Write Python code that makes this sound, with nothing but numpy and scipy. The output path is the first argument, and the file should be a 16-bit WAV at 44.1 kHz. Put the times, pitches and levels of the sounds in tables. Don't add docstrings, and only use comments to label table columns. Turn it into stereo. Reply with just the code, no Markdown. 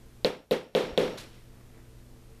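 import sys
import numpy as np
from scipy import signal
from scipy.io import wavfile
from scipy.ndimage import uniform_filter1d

SR = 44100
rng = np.random.default_rng(int(sys.argv[2]) if len(sys.argv) > 2 else 0)


def gain_from_db(level_db):
    decades = np.asarray(level_db, float) / 20
    return 10 ** decades


def store_pcm(level_fs):
    pcm = np.round(np.clip(level_fs, -1, 1) * 32767).astype(np.int16)
    wavfile.write(sys.argv[1], SR, np.atleast_2d(pcm).T)


N = 105840
CLICK_RISE_S = 0.0005


def evened(x):
    return x / np.sqrt(np.mean(x ** 2) + 1e-20)


def read(points, hz):
    f, value = np.transpose(points)
    return np.interp(np.log(hz + 1), np.log(f + 1), value)


def add(mix, s, sound):
    part = mix[..., round(s * SR):][..., :sound.shape[-1]]
    part += sound[..., :part.shape[-1]]


def ring(hz, db, t60, length=0.5):
    t = np.arange(0, length, 1 / SR)
    return gain_from_db(db - 60 * t / t60) * np.sin(2 * np.pi * hz * t)


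def noise(size, count, colour, same, t60=None, patchy_db=0):
    hop = size // 4
    frames, hz = count // hop + 5, np.fft.rfftfreq(size, 1 / SR)
    a, b, c, d, p = rng.standard_normal((frames, len(hz), 5)).T
    like = np.clip(read(same, hz), -1, 1)[:, None]
    left = a + 1j * b
    right = like * left + np.sqrt(1 - like ** 2) * (c + 1j * d)
    patches = uniform_filter1d(uniform_filter1d(p, size=6, axis=0), size=4, axis=1)
    z = np.array([left, right]) * gain_from_db(read(colour, hz)[:, None] + patchy_db * evened(patches))
    scale = np.sqrt(np.mean(signal.istft(z, nperseg=size, noverlap=size - hop)[1] ** 2))
    if t60:
        z = z * gain_from_db(-60 * np.arange(frames) * hop / SR / read(t60, hz)[:, None])
    return signal.istft(z, nperseg=size, noverlap=size - hop)[1][:, :count] / scale


# frequency in Hz, level in dB.
AIR_COLOUR = [(12, -41), (20, 3), (76, -7), (121, -10), (169, -14), (445, -16), (865, -24), (13400, -35),
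              (15000, -36)]
# frequency in Hz, left-right likeness from 0 to 1.
AIR_LIKENESS = [(60, 0.81), (180, 0.7), (540, 0.59), (1630, 0.25), (4890, 0), (14700, 0.12)]


def room_air():
    return gain_from_db(-53.5) * noise(size=2048, count=N, colour=AIR_COLOUR, same=AIR_LIKENESS, patchy_db=0.25)


# frequency in Hz, level in dB, waver from 0 to 1.
HUM_LINES = [(30, -59.5, 0), (59.9, -62.5, 0.27), (92.2, -78.5, 0.8), (120.7, -57.5, 0), (244, -67, 0.49),
             (338, -69, 0.14), (445, -72.5, 0.87), (192.7, -70, 0)]


def hum():
    t, out = np.arange(N) / SR, 0
    for hz, db, waver in HUM_LINES:
        drift_hz = hz * 0.023 * rng.standard_normal(6)
        drift = sum(np.exp(2j * np.pi * (f * t + rng.random())) for f in drift_hz)
        line = np.exp(2j * np.pi * (hz * t + rng.random()))
        out = out + gain_from_db(db) * np.sqrt(2) * (line * (1 + waver * drift / 2)).real
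    return out


# frequency in Hz, t60 in seconds.
ROOM_DECAY = [(150, 0.69), (500, 0.52), (2000, .5), (5000, 0.48), (12000, 0.38)]
# frequency in Hz, left-right likeness from 0 to 1.
ROOM_LIKENESS = [(60, 0.83), (180, 1), (540, 0.9), (1630, 0.91), (4890, 0.67), (14700, 0.08)]


def room_tail(colour):
    bass_rise_s, rise_s = 0.018, 0.009
    x = noise(size=256, count=SR, colour=colour, same=ROOM_LIKENESS, t60=ROOM_DECAY, patchy_db=1.5)
    x = signal.sosfilt(signal.butter(N=4, Wn=146, btype="high", fs=SR, output="sos"), x)
    bass = signal.sosfiltfilt(signal.butter(N=2, Wn=810, fs=SR, output="sos"), x)
    t = np.arange(SR) / SR
    bass_swell = 1 - np.exp(-(t / bass_rise_s) ** 2)
    swell = 1 - np.exp(-(t / rise_s) ** 2)
    return bass * bass_swell + (x - bass) * swell


# centre in seconds, level in dB, width in seconds.
BRUSH_STROKES = [
    (1.36, -73, .06),
    (1.59, -61.5, 0.062),
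    (1.775, -59, 0.055),
]
# frequency in Hz, level in dB.
BRUSH_COLOUR = [(300, 9), (900, -1), (2000, -1), (4000, -21), (8000, -30)]


def fingers():
    t = np.arange(N) / SR
    shape = sum(gain_from_db(db) * np.exp(-((t - s) / width) ** 2) for s, db, width in BRUSH_STROKES)
    return shape * noise(size=256, count=N, colour=BRUSH_COLOUR, same=ROOM_LIKENESS, patchy_db=2.5)


def swing():
    centre_s, width_s, hz = 0.93, 0.0084, 60.4
    t = np.arange(N) / SR - centre_s
    return gain_from_db(-35) * np.exp(-(t / width_s) ** 2) * np.sin(2 * np.pi * hz * t)


# start in seconds, level in dB, pitch in Hz, t60 in seconds, room tail in dB.
PIN_TICKS = [(0.5136, -14.5, 3900, 0.0036, -68), (0.5143, -14.5, 11900, 0.0024, -55),
             (0.7535, -26, 12500, .003, -55), (0.9805, -23.5, 7500, 0.0033, -49),
             (1.1745, -41, 4440, 0.0092, -65), (1.1776, -35, 3920, 0.0067, -49),
             (1.1843, -44, 10800, 0.015, -55), (1.185, -34, 6700, .004, -65.5),
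             (1.1864, -31.5, 3950, .008, -66), (1.332, -50, 3420, 0.007, -59.5),
             (1.38, -55.5, 2020, .03, -67)]
# frequency in Hz, level in dB.
SLIP_COLOUR = [(300, -7), (1500, -2), (4000, -1), (6000, -8), (11000, -13), (14000, -18)]


def pin_ticks():
    out, answer = np.zeros((2, N)), room_tail(SLIP_COLOUR)
    soft = np.minimum(np.arange(0, 0.5, 1 / SR) / CLICK_RISE_S, 1)
    for s, db, hz, t60, tail_db in PIN_TICKS:
        add(out, s, ring(hz, db, t60)[None] * soft)
        add(out, s, gain_from_db(tail_db) * answer)
    return out


def slip():
    slip_s, growth_s, length_s = 1.173, 0.0074, 0.031
    catches_per_s, grit_db = 1800, 3.5
    out = np.zeros((2, N))
    t = np.arange(0, 0.15, 1 / SR)
    catches = rng.random(len(t)) < catches_per_s / SR
    grit = uniform_filter1d(catches * gain_from_db(grit_db * rng.exponential(1, len(t))), size=8)
    scrape = noise(size=256, count=len(t), colour=SLIP_COLOUR, same=ROOM_LIKENESS) * evened(grit + 0.02)
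    add(out, slip_s, gain_from_db(-43) * scrape * (0.32 + t / growth_s) * np.exp(-t / length_s * 2))
    add(out, slip_s, gain_from_db(-46.5) * room_tail(SLIP_COLOUR))
    return out


# frequency in Hz, level in dB, t60 in seconds.
TABLE_MODES = [(164, -20.5, 0.33), (228, -17.3, 0.215), (319, -14.1, 0.107), (371, -17.2, 0.49),
               (404, -9.8, 0.319), (430, -18.5, 0.607), (446, -14.9, 0.292), (475, -8.8, 0.204),
               (503, -10.7, 0.343), (528, -17.7, 0.607), (560, -19.4, 0.512), (587, -6.8, 0.061),
               (637, -25.8, 0.607), (673, -12.6, 0.071)]
MODE_SIGNS = [-1, 1, 1, 1, 1, -1, -1, 1, 1, -1, -1, -1, -1, -1]


def table():
    longest_t60_s = 0.4
    spread_db = 0.7 * rng.standard_normal(len(TABLE_MODES))
    x = ring(1023, -13.5, 0.017)
    for (hz, db, t60), sign, more_db in zip(TABLE_MODES, MODE_SIGNS, spread_db):
        x = x + sign * ring(hz, db + more_db, min(t60, longest_t60_s))
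    return x


# frequency in Hz, level in dB, t60 in seconds.
HEAD_MODES = [(5530, -56, 1), (4670, -63, 0.22)]


def head():
    detune = 1 + 0.02 * rng.uniform(-0.44, 1, (2, 7))
    return np.array([sum(ring(hz * d, db, t60) for hz, db, t60 in HEAD_MODES for d in side) for side in detune])


def click(db, hz, t60, bright_db):
    bright_hz, bright_t60_s, length_s = 12200, 0.0075, 0.02
    t = np.arange(0, length_s, 1 / SR)
    grit = gain_from_db(bright_db - 60 * t / bright_t60_s) * rng.standard_normal((2, len(t)))
    body = ring(hz, 0, t60, length_s) + ring(0.72 * hz, -13, t60, length_s)
    edge = ring(bright_hz, bright_db - 8.5, bright_t60_s, length_s)
    rise = np.minimum(t / CLICK_RISE_S, 1)
    return gain_from_db(db) * rise * (body + edge + grit) * gain_from_db([[-0.6], [0.6]])


TAP_TIMES = [
    .2468,
    .5104,
    .7503,
    .9767,
]
# table blow in dB, room tail in dB.
TAP_LEVELS = [(-14.5, -23.5), (-11.5, -24), (-8, -20.5), (-11.5, -25.5)]
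# level in dB, pitch in Hz, t60 in seconds, bright edge in dB.
TAP_CLICKS = [(-2.5, 4300, 0.0032, -28.5), (-10.5, 4020, 0.0063, -14.5), (5, 3580, 0.0019, -31),
              (-2, 3690, 0.003, -26)]
REBOUND_DELAYS = [0, .0025, .0059]
# level in dB, share of the pitch.
REBOUND_CLICKS = [
    (2, 0.95),
    (-9.5, 0.51),
    (-7, 0.714),
]
# frequency in Hz, level in dB.
BLOW_TAIL_COLOUR = [(130, -11.5), (480, -2.5), (1000, -15), (1600, -17), (3600, -18.5), (5600, -30),
                    (8000, -34), (13500, -38.5)]


def hammer():
    click_lead_s = 0.0001
    own = 0.45
    out, shared = np.zeros((2, N)), room_tail(BLOW_TAIL_COLOUR)
    for s, (blow_db, tail_db), (click_db, hz, t60, bright_db) in zip(TAP_TIMES, TAP_LEVELS, TAP_CLICKS):
        add(out, s, gain_from_db(blow_db) * table() * gain_from_db([[0.4], [-0.4]]))
        add(out, s, head() * gain_from_db(tail_db + 22))
        for delay, (db, share) in zip(REBOUND_DELAYS, REBOUND_CLICKS):
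            add(out, s - click_lead_s + delay, click(click_db + db, hz * share, t60, bright_db))
        answer = np.sqrt(1 - own ** 2) * shared + own * room_tail(BLOW_TAIL_COLOUR)
        add(out, s, gain_from_db(tail_db) * answer * gain_from_db([[-0.4], [0.4]]))
    return out


def scene():
    return room_air() + hum() + fingers() + swing() + pin_ticks() + slip() + hammer()


# time in seconds, gain in dB.
CAMERA_GAIN = [(0, 0), (0.251, 0), (0.298, -6), (.36, -9), (.42, -15), (.5, -20), (0.518, -1), (.6, -7.5),
               (.66, -11.5), (.72, -16), (0.758, -5.5), (0.812, -3), (.95, -3.5), (1.051, 2), (1.15, 1.5),
               (1.3, 0), (2.4, 0)]
# frequency in Hz, level in dB.
HISS_COLOUR = [(20, -14), (90, -5.5), (200, -23), (2000, -28), (14000, -30.5)]


def camera(dry):
    s, db = np.transpose(CAMERA_GAIN)
    gain = gain_from_db(np.interp(np.arange(N) / SR, s, db))
    hiss = gain_from_db(-67) * noise(size=2048, count=N, colour=HISS_COLOUR, same=AIR_LIKENESS)
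    low_pass = signal.firwin(255, 14250, window=("kaiser", 8), fs=SR)
    return signal.oaconvolve(dry * gain + hiss, low_pass[None], "same")


def top_cut(x):
    return signal.sosfilt(signal.butter(12, 15280, fs=SR, output="sos"), x)


def record(dry):
    mix = camera(dry)
    return top_cut(mix)


dry = scene()
out = record(dry)
store_pcm(out)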